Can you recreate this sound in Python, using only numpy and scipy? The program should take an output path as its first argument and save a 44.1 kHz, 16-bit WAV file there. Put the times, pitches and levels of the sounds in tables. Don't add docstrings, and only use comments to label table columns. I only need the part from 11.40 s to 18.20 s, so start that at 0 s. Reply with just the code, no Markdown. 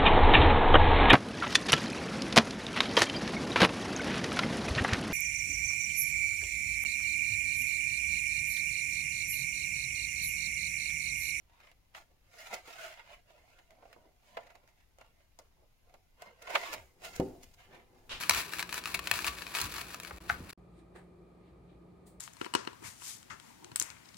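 import sys
import numpy as np
from scipy import signal
from scipy.fft import rfft, irfft
from scipy.io import wavfile
from scipy.ndimage import uniform_filter1d

SR = 44100
rng = np.random.default_rng(int(sys.argv[2]) if len(sys.argv) > 2 else 0)


def dump_mix(stems):
    frames = np.atleast_2d(stems).T
    limited = np.clip(frames, -1, 1)
    pcm = np.round(limited * 32767).astype(np.int16)
    wavfile.write(sys.argv[1], SR, pcm)


N = 299874
T, HZ = np.arange(N) / SR, np.fft.rfftfreq(N, 1 / SR)


def amp(db):
    return 10 ** (np.asarray(db) / 20)


def unit_level(x):
    return x / np.sqrt(np.mean(x ** 2) + 1e-30)


def curve_over_hz(points):
    hz, value = np.transpose(points)
    return np.interp(np.log(HZ + 1), np.log(hz + 1), value)


def panned(left_lead_db):
    return amp(np.array([left_lead_db, -left_lead_db]) / 2)


def noise_spectra(gain, likeness, grain=1):
    left, other = rfft(rng.standard_normal((2, N)) * grain)
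    alike = np.clip(curve_over_hz(likeness), -1, 1)
    return gain * np.array([left, alike * left + np.sqrt(1 - alike ** 2) * other])


def stroke_power(peak_s, rise_s, fall_s):
    before = np.maximum(peak_s - T, 0) / max(rise_s, .01)
    after = np.maximum(T - peak_s, 0) / max(fall_s, .01)
    return amp(-40 * np.minimum(before ** 1.28 + after ** 1.09, 6))


def movement_level(rows):
    return np.sqrt(sum(amp(2 * db) * stroke_power(*timing) for *timing, db in rows))


# frequency in Hz, relative level in dB.
HUSH_TONE = [(8.8, -44), (15, 1.5), (92, -12.5), (286, -21.5), (685, -26), (816, -26), (1850, -34.5),
             (2080, -30), (6870, -36.5), (7720, -57.5), (11000, -34), (16000, -42)]
# frequency in Hz, likeness of left and right.
HUSH_LIKENESS = [(60, 0.88), (240, 0.11), (950, 0.0055), (3770, -0.17), (15000, -0.16)]
# frequency in Hz, relative level in dB.
RUMBLE_TONE = [(15, 2.5), (60, 2), (110, -3.5), (200, -21.5), (400, -34.5)]
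# peak time, rise and fall in seconds, level in dB.
HAND_JOLTS = [(5.42, 0.18, 0.1, -60.5), (5.81, 0.13, 0.57, -58.5), (6.76, 0.13, .2, -55)]


def hush_and_rumble(hush_db=-70, tremble_db=-73.5):
    hush = unit_level(irfft(noise_spectra(amp(curve_over_hz(HUSH_TONE)), HUSH_LIKENESS), N))
    shaking = noise_spectra(amp(curve_over_hz(RUMBLE_TONE)), likeness=[(30, 1.0), (300, 0.93)])
    rumble = unit_level(irfft(shaking, N)) * panned(5.8)[:, None]
    return amp(hush_db) * hush + rumble * (amp(tremble_db) + movement_level(HAND_JOLTS))


def fibre_slips(per_s, spread_db, length_s, smooth):
    chance, size = rng.random(N), np.minimum(rng.exponential(1, N), 4)
    jumps = amp(spread_db * size) * (chance < per_s / SR)
    slips = signal.lfilter([1], [1, -np.exp(-1 / (length_s * SR))], jumps)
    return smooth + unit_level(slips)


# frequency in Hz, relative level in dB.
PAPER_TONE = [(71, -57), (120, -27.5), (445, -10), (727, 0.5), (805, -7.5), (930, -4), (1140, -9),
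              (2810, -9), (3110, -12.5), (4140, -16), (9000, -24.5), (16000, -29.5)]
# frequency in Hz, width in Hz, boost in dB.
AIR_GAP_TONES = [(582, 210, 1.5), (1400, 52, 5), (2084, 172, 7.5), (2864, 94, 2), (4160, 270, 1),
                 (5085, 89, 7), (6700, 390, 7)]
# frequency in Hz, likeness of left and right.
PAPER_LIKENESS = [(100, 0.94), (600, 0.6), (1400, 0.069), (3000, 0.11), (7000, 0.03), (15000, 0.046)]
# frequency in Hz, left minus right in dB.
MIC_BALANCE = [(60, 9), (110, 7), (200, 3.5), (380, 0), (700, -5), (1290, 1), (2380, -3.5), (4400, 1.5),
               (8120, -1.5), (15000, -9.5)]


def paper_bands(grain, patchy_db, edges_hz=(470, 1200, 4000)):
    boost_db = sum(db / (1 + (2 * (HZ - hz) / width) ** 2) for hz, width, db in AIR_GAP_TONES)
    spectra = noise_spectra(amp(curve_over_hz(PAPER_TONE) + boost_db), PAPER_LIKENESS, grain)
    noise = irfft(spectra * panned(curve_over_hz(MIC_BALANCE)), N)
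    hz, _, frames = signal.stft(noise, SR, nperseg=1024)
    tones = uniform_filter1d(rng.standard_normal(frames.shape[1:]), size=2, axis=0)
    tones = unit_level(uniform_filter1d(tones, size=7, axis=1))
    frames = frames * amp(patchy_db * tones / (1 + hz[:, None] / 5000))
    bent = rfft(signal.istft(frames, nperseg=1024)[1][:, :N])
    low, mid, high = (1 / (1 + (HZ / edge) ** 6) for edge in edges_hz)
    return np.array([unit_level(irfft(bent * band, N)) for band in (mid - low, high - mid, 1 - high, low)])


# peak time, rise and fall in seconds, body level in dB,
# then crispness and hiss in dB above that level.
PAGE_STROKES = [(0.16, 0.13, 0.18, -72.5, -0.5, -10), (0.27, 0.16, 0.071, -68, 5, -4),
                (0.569, 0.032, 0.072, -55, 1, -3), (0.72, 0.051, .08, -81.5, -21, -21),
                (0.951, 0.018, 0.091, -63.5, -1, -5), (1.01, 0.12, 0.16, -62, 7, 4),
                (1.07, 0.14, 0.14, -58.5, 4, 0.5), (1.14, 0.047, 0.072, -44, 0.5, -7.5),
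                (1.291, 0.069, 0.2, -57.5, 4, 0.5), (1.442, .14, 0.17, -50.5, 4, -3),
                (1.6, 0.065, 0.05, -62.5, 9, -18), (1.735, 0.13, 0.074, -58, 2, -8),
                (1.9, .05, 0.36, -65.5, -2.5, -9), (2.14, 0.3, 0.28, -72.5, 2.5, -2.5),
                (2.33, 0.055, 0.28, -67, -8.5, -18), (2.5, 0.18, .2, -66, -5.5, -10.5),
                (2.67, 0.2, 0.094, -69, -13, -14), (2.89, 0.13, 0.23, -70.5, 0, -0.5),
                (2.985, 0.098, 0.3, -60, -3, -14), (3.29, 0.041, 0.066, -77.5, 6, 2),
                (3.409, 0.063, 0.071, -80, 8.5, 2), (3.605, 0.03, 0.16, -66.5, -1, -10),
                (3.81, 0.096, 0.074, -77, 2, -5), (4.005, 0.042, 0.14, -71, -5, -6),
                (4.235, .1, 0.064, -74.5, -16.5, -18), (4.48, 0.06, 0.13, -73, -7.5, -13),
                (4.555, 0.056, 0.1, -71.5, -6, -9), (4.827, 0.054, 0.114, -59, -1, -7.5),
                (4.894, 0.1, 0.066, -58.5, -3.5, -17), (5.03, 0.097, .1, -65.5, -4, -11),
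                (5.157, 0.12, 0.13, -43, 1, -7.5), (5.25, 0.16, 0.16, -50.5, 5, -1),
                (5.338, 0.17, 0.099, -49, -1, -9), (5.645, 0.042, .17, -53.5, 2, 1.5),
                (5.76, .08, 0.1, -63.5, 10, 5.5), (5.85, 0.1, 0.2, -62.5, -24, -3.5),
                (6.04, 0.088, 0.17, -76, 6, 9), (6.206, 0.041, 0.14, -66, 5, -3),
                (6.35, 0.082, 0.13, -62.5, 3.5, -9), (6.58, 0.11, 0.36, -72.5, -4, -3.5)]


def page_rustle(rest_db=(-88.5, -85, -86)):
    power = np.append(amp(rest_db) ** 2, 0)[:, None] * np.ones(N)
    for *timing, level_db, crisp_db, hiss_db in PAGE_STROKES:
        puff_db = -12.5 - 0.93 * crisp_db
        bands_db = level_db + np.array([0, crisp_db, hiss_db, puff_db])
        power = power + amp(2 * bands_db)[:, None] * stroke_power(*timing)
    sheet = paper_bands(fibre_slips(per_s=250, spread_db=3.2, length_s=.004, smooth=2.2), patchy_db=6.5)
    local_power = uniform_filter1d((sheet ** 2).mean(1, keepdims=True), size=SR // 10, axis=2)
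    sheet = sheet / np.sqrt(local_power + 1e-9)
    return (sheet * np.sqrt(power)[:, None]).sum(0)


# peak time in seconds, body level in dB,
# crispness and hiss in dB above that level, rise in milliseconds.
PAGE_SNAPS = [(0.098, -73, 6, 0, 1), (0.203, -66, 11, 1, 1.1), (0.243, -71, 10, -6, 1.5),
              (0.273, -64, 9, -6, 0.89), (0.316, -68, 11, 6, 1), (0.55, -54.5, 11, -2, 2.5),
              (0.94, -72, -6, -13, 1.1), (1.143, -40, -3, 2.5, 3.3), (1.277, -52, -28, -14, 0.46),
              (2.191, -61.5, 3, -4, 3.3), (2.308, -63, 4.5, 1, 1.5), (2.426, -52, -12, -29, 1.1),
              (2.456, -55.5, -10, -16, 1.4), (2.529, -59, 10.5, 6.5, 0.25), (2.563, -58.5, -25, -20, 0.8),
              (2.971, -32.5, -5, -18.5, 0.75), (3.07, -58.5, 1, -6, 2.9), (3.106, -63.5, 6.5, -3, 4.6),
              (3.155, -58, -1, -4, 3.3), (3.238, -69, -12, -20, 0.61), (3.277, -69, 6, 6, 1),
              (3.586, -56, -4, -1, 0.5), (3.612, -52.5, 3, -6, 0.65), (3.807, -74, 6.5, -2, 0.89),
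              (3.989, -49, -7, 5, 0.21), (4.497, -67, -1, -4, 2), (4.541, -53.5, -5, -6.5, 1.1),
              (4.822, -46, -3.5, -4.5, 2.2), (5.024, -55.5, 2, 3.5, 4.3), (5.076, -48, 5.5, -10, 3.4),
              (5.105, -37.5, -10, -8.5, 1.5), (5.156, -25.5, 5, -10.5, 2.5), (5.233, -48.5, 7, -14, 2.8),
              (5.339, -45.5, 6.5, 6, 12), (5.62, -52.5, -7, -12, 0.87), (5.652, -55, 10, 11, 5),
              (5.764, -59, -3, 16, 5.5), (5.8, -32, -13.5, -9, 0.84), (6.036, -65, 8, 14.5, 4.1),
              (6.142, -72, 5.5, 13, 4.4)]


def page_snaps(fade_s=0.089, medium_db=-50.5):
    grain = fibre_slips(per_s=1100, spread_db=2.7, length_s=0.00064, smooth=1.5)
    sheet, out = paper_bands(grain, patchy_db=3.5), np.zeros((2, N))
    for peak_s, level_db, crisp_db, hiss_db, rise_ms in PAGE_SNAPS:
        puff_db = -18 - 0.48 * crisp_db - 0.6 * (level_db - medium_db)
        span = slice(round((peak_s - .04) * SR), round((peak_s + .3) * SR))
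        age = T[span] - peak_s
        swell = np.exp(np.minimum(age, 0) * 1000 / max(rise_ms, .1))
        after = np.maximum(age, 0)
        bands = [(0, 1, .4), (crisp_db, 1.4, .7), (hiss_db, 1.8, 1.2), (puff_db, .7, 0)]
        for band, (db, fade_speed, crack) in enumerate(bands):
            crack /= max(rise_ms, .6)
            spike = (1 + crack * np.exp(-after / 0.0005)) / (1 + crack)
            shape = swell * amp(-60 * fade_speed * after / fade_s) * spike
            burst = unit_level(sheet[band, :, span] * shape)
            out[:, span] += amp(level_db + db) * burst * np.sqrt(np.mean(shape ** 2))
    return out


# peak time, rise and fall in seconds, level in dB.
TABLE_RUBS = [(5.36, 0.042, .15, -59.5), (5.7, 0.24, 0.19, -61.5), (5.9, 0.18, 0.18, -57),
              (6.35, 0.12, 0.16, -57.5), (6.56, 0.14, 0.21, -63), (6.72, 0.086, 0.41, -57.5)]
# frequency in Hz, relative level in dB,
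# seconds to fade by 60 dB after a blow.
TABLE_TONES = [(66.8, -6, 0.32), (180, -4.5, 0.34), (254.4, 0.5, 0.15), (370, 2.5, 0.2), (389, -3, 0.25),
               (483, 3.5, 0.09), (596, -21, 0.41), (673, -8.5, 0.186), (773, 0.5, 0.061), (880, -19, 0.45),
               (1240, -31, 0.19)]


def table_rub():
    wood = sum(amp(db) / (1 + 1j * (HZ - hz) / 22) for hz, db, _ in TABLE_TONES[1:])
    rub = irfft(noise_spectra(wood, likeness=[(100, 1.0), (800, 0.45)]), N)
    return unit_level(rub) * movement_level(TABLE_RUBS)


def book_thump(land_s=5.7988, puff_s=.00045):
    age = T - land_s
    puff = np.exp(-(age / puff_s) ** 2 / 2)
    rebound = .45 * np.exp(-((age - .0012) / .0006) ** 2 / 2)
    ring_age = np.maximum(age - .002, 0)
    ring = sum(amp(db - 60 * ring_age / fade_s) * np.sin(2 * np.pi * hz * ring_age) * (-1) ** k
               for k, (hz, db, fade_s) in enumerate(TABLE_TONES))
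    ring = ring / abs(ring).max() * np.minimum(ring_age / 0.00164, 1)
    return amp(-15) * (puff - rebound + amp(-10.5) * ring) * panned(1.0)[:, None]


# frequency in Hz, relative level in dB.
SKIN_TONE = [(120, -31), (200, -25), (473, -5.5), (548, -8.5), (1420, -1.5), (1560, -6.5), (2910, 2),
             (11100, -25.5), (16000, -35)]
# time in seconds, level in dB.
WIPE_LEVELS = [(6.694, -45.5), (6.722, -39), (6.8, -51)]


def cover_wipe():
    grain = fibre_slips(per_s=900, spread_db=2.5, length_s=0.0034, smooth=4.5)
    likeness = [(300, 0.8), (3000, 0.057), (9000, .05)]
    friction = irfft(noise_spectra(amp(curve_over_hz(SKIN_TONE)), likeness, grain), N)
    times, levels_db = np.transpose(WIPE_LEVELS)
    return unit_level(friction) * amp(np.interp(T, times, levels_db)) * (T > times[0])


# frequency in Hz, seconds to fade by 60 dB.
ECHO_FADES = [(100, 0.47), (500, 0.4), (2000, 0.1), (8000, 1)]


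def room_echo(sound):
    echoes = rng.choice([-1., 1.], (2, SR // 2)) * (rng.random((2, SR // 2)) < .05)
    echoes[:, :200] = 0
    hz, age, frames = signal.stft(echoes, SR, nperseg=256)
    hz = hz[:, None]
    apart = np.clip(hz / 900, .2, 1)
    frames[1] = apart * frames[1] + np.sqrt(1 - apart ** 2) * frames[0]
    points_hz, fades_s = np.transpose(ECHO_FADES)
    fade_s = np.interp(np.log(hz + 1), np.log(points_hz), fades_s)
    bass_cut = np.minimum(hz / 250, 1)
    tail = signal.istft(frames * amp(-60 * age / fade_s) * bass_cut, SR, nperseg=256)[1]
    return signal.fftconvolve(sound, tail / np.linalg.norm(tail[0]), axes=1)[:, :N]


def scene():
    handling = page_rustle() + page_snaps() + cover_wipe()
    thump = book_thump()
    echo = room_echo(amp(-20.0) * handling + amp(-0.5) * thump)
    return handling + thump + echo + table_rub() + hush_and_rumble()


def record(dry, cutoff_hz=15950):
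    lowpass = signal.firwin(511, cutoff_hz, window=("kaiser", 9), fs=SR)
    return signal.oaconvolve(dry, lowpass[None], "same")


dry = scene()
out = record(dry)
dump_mix(out)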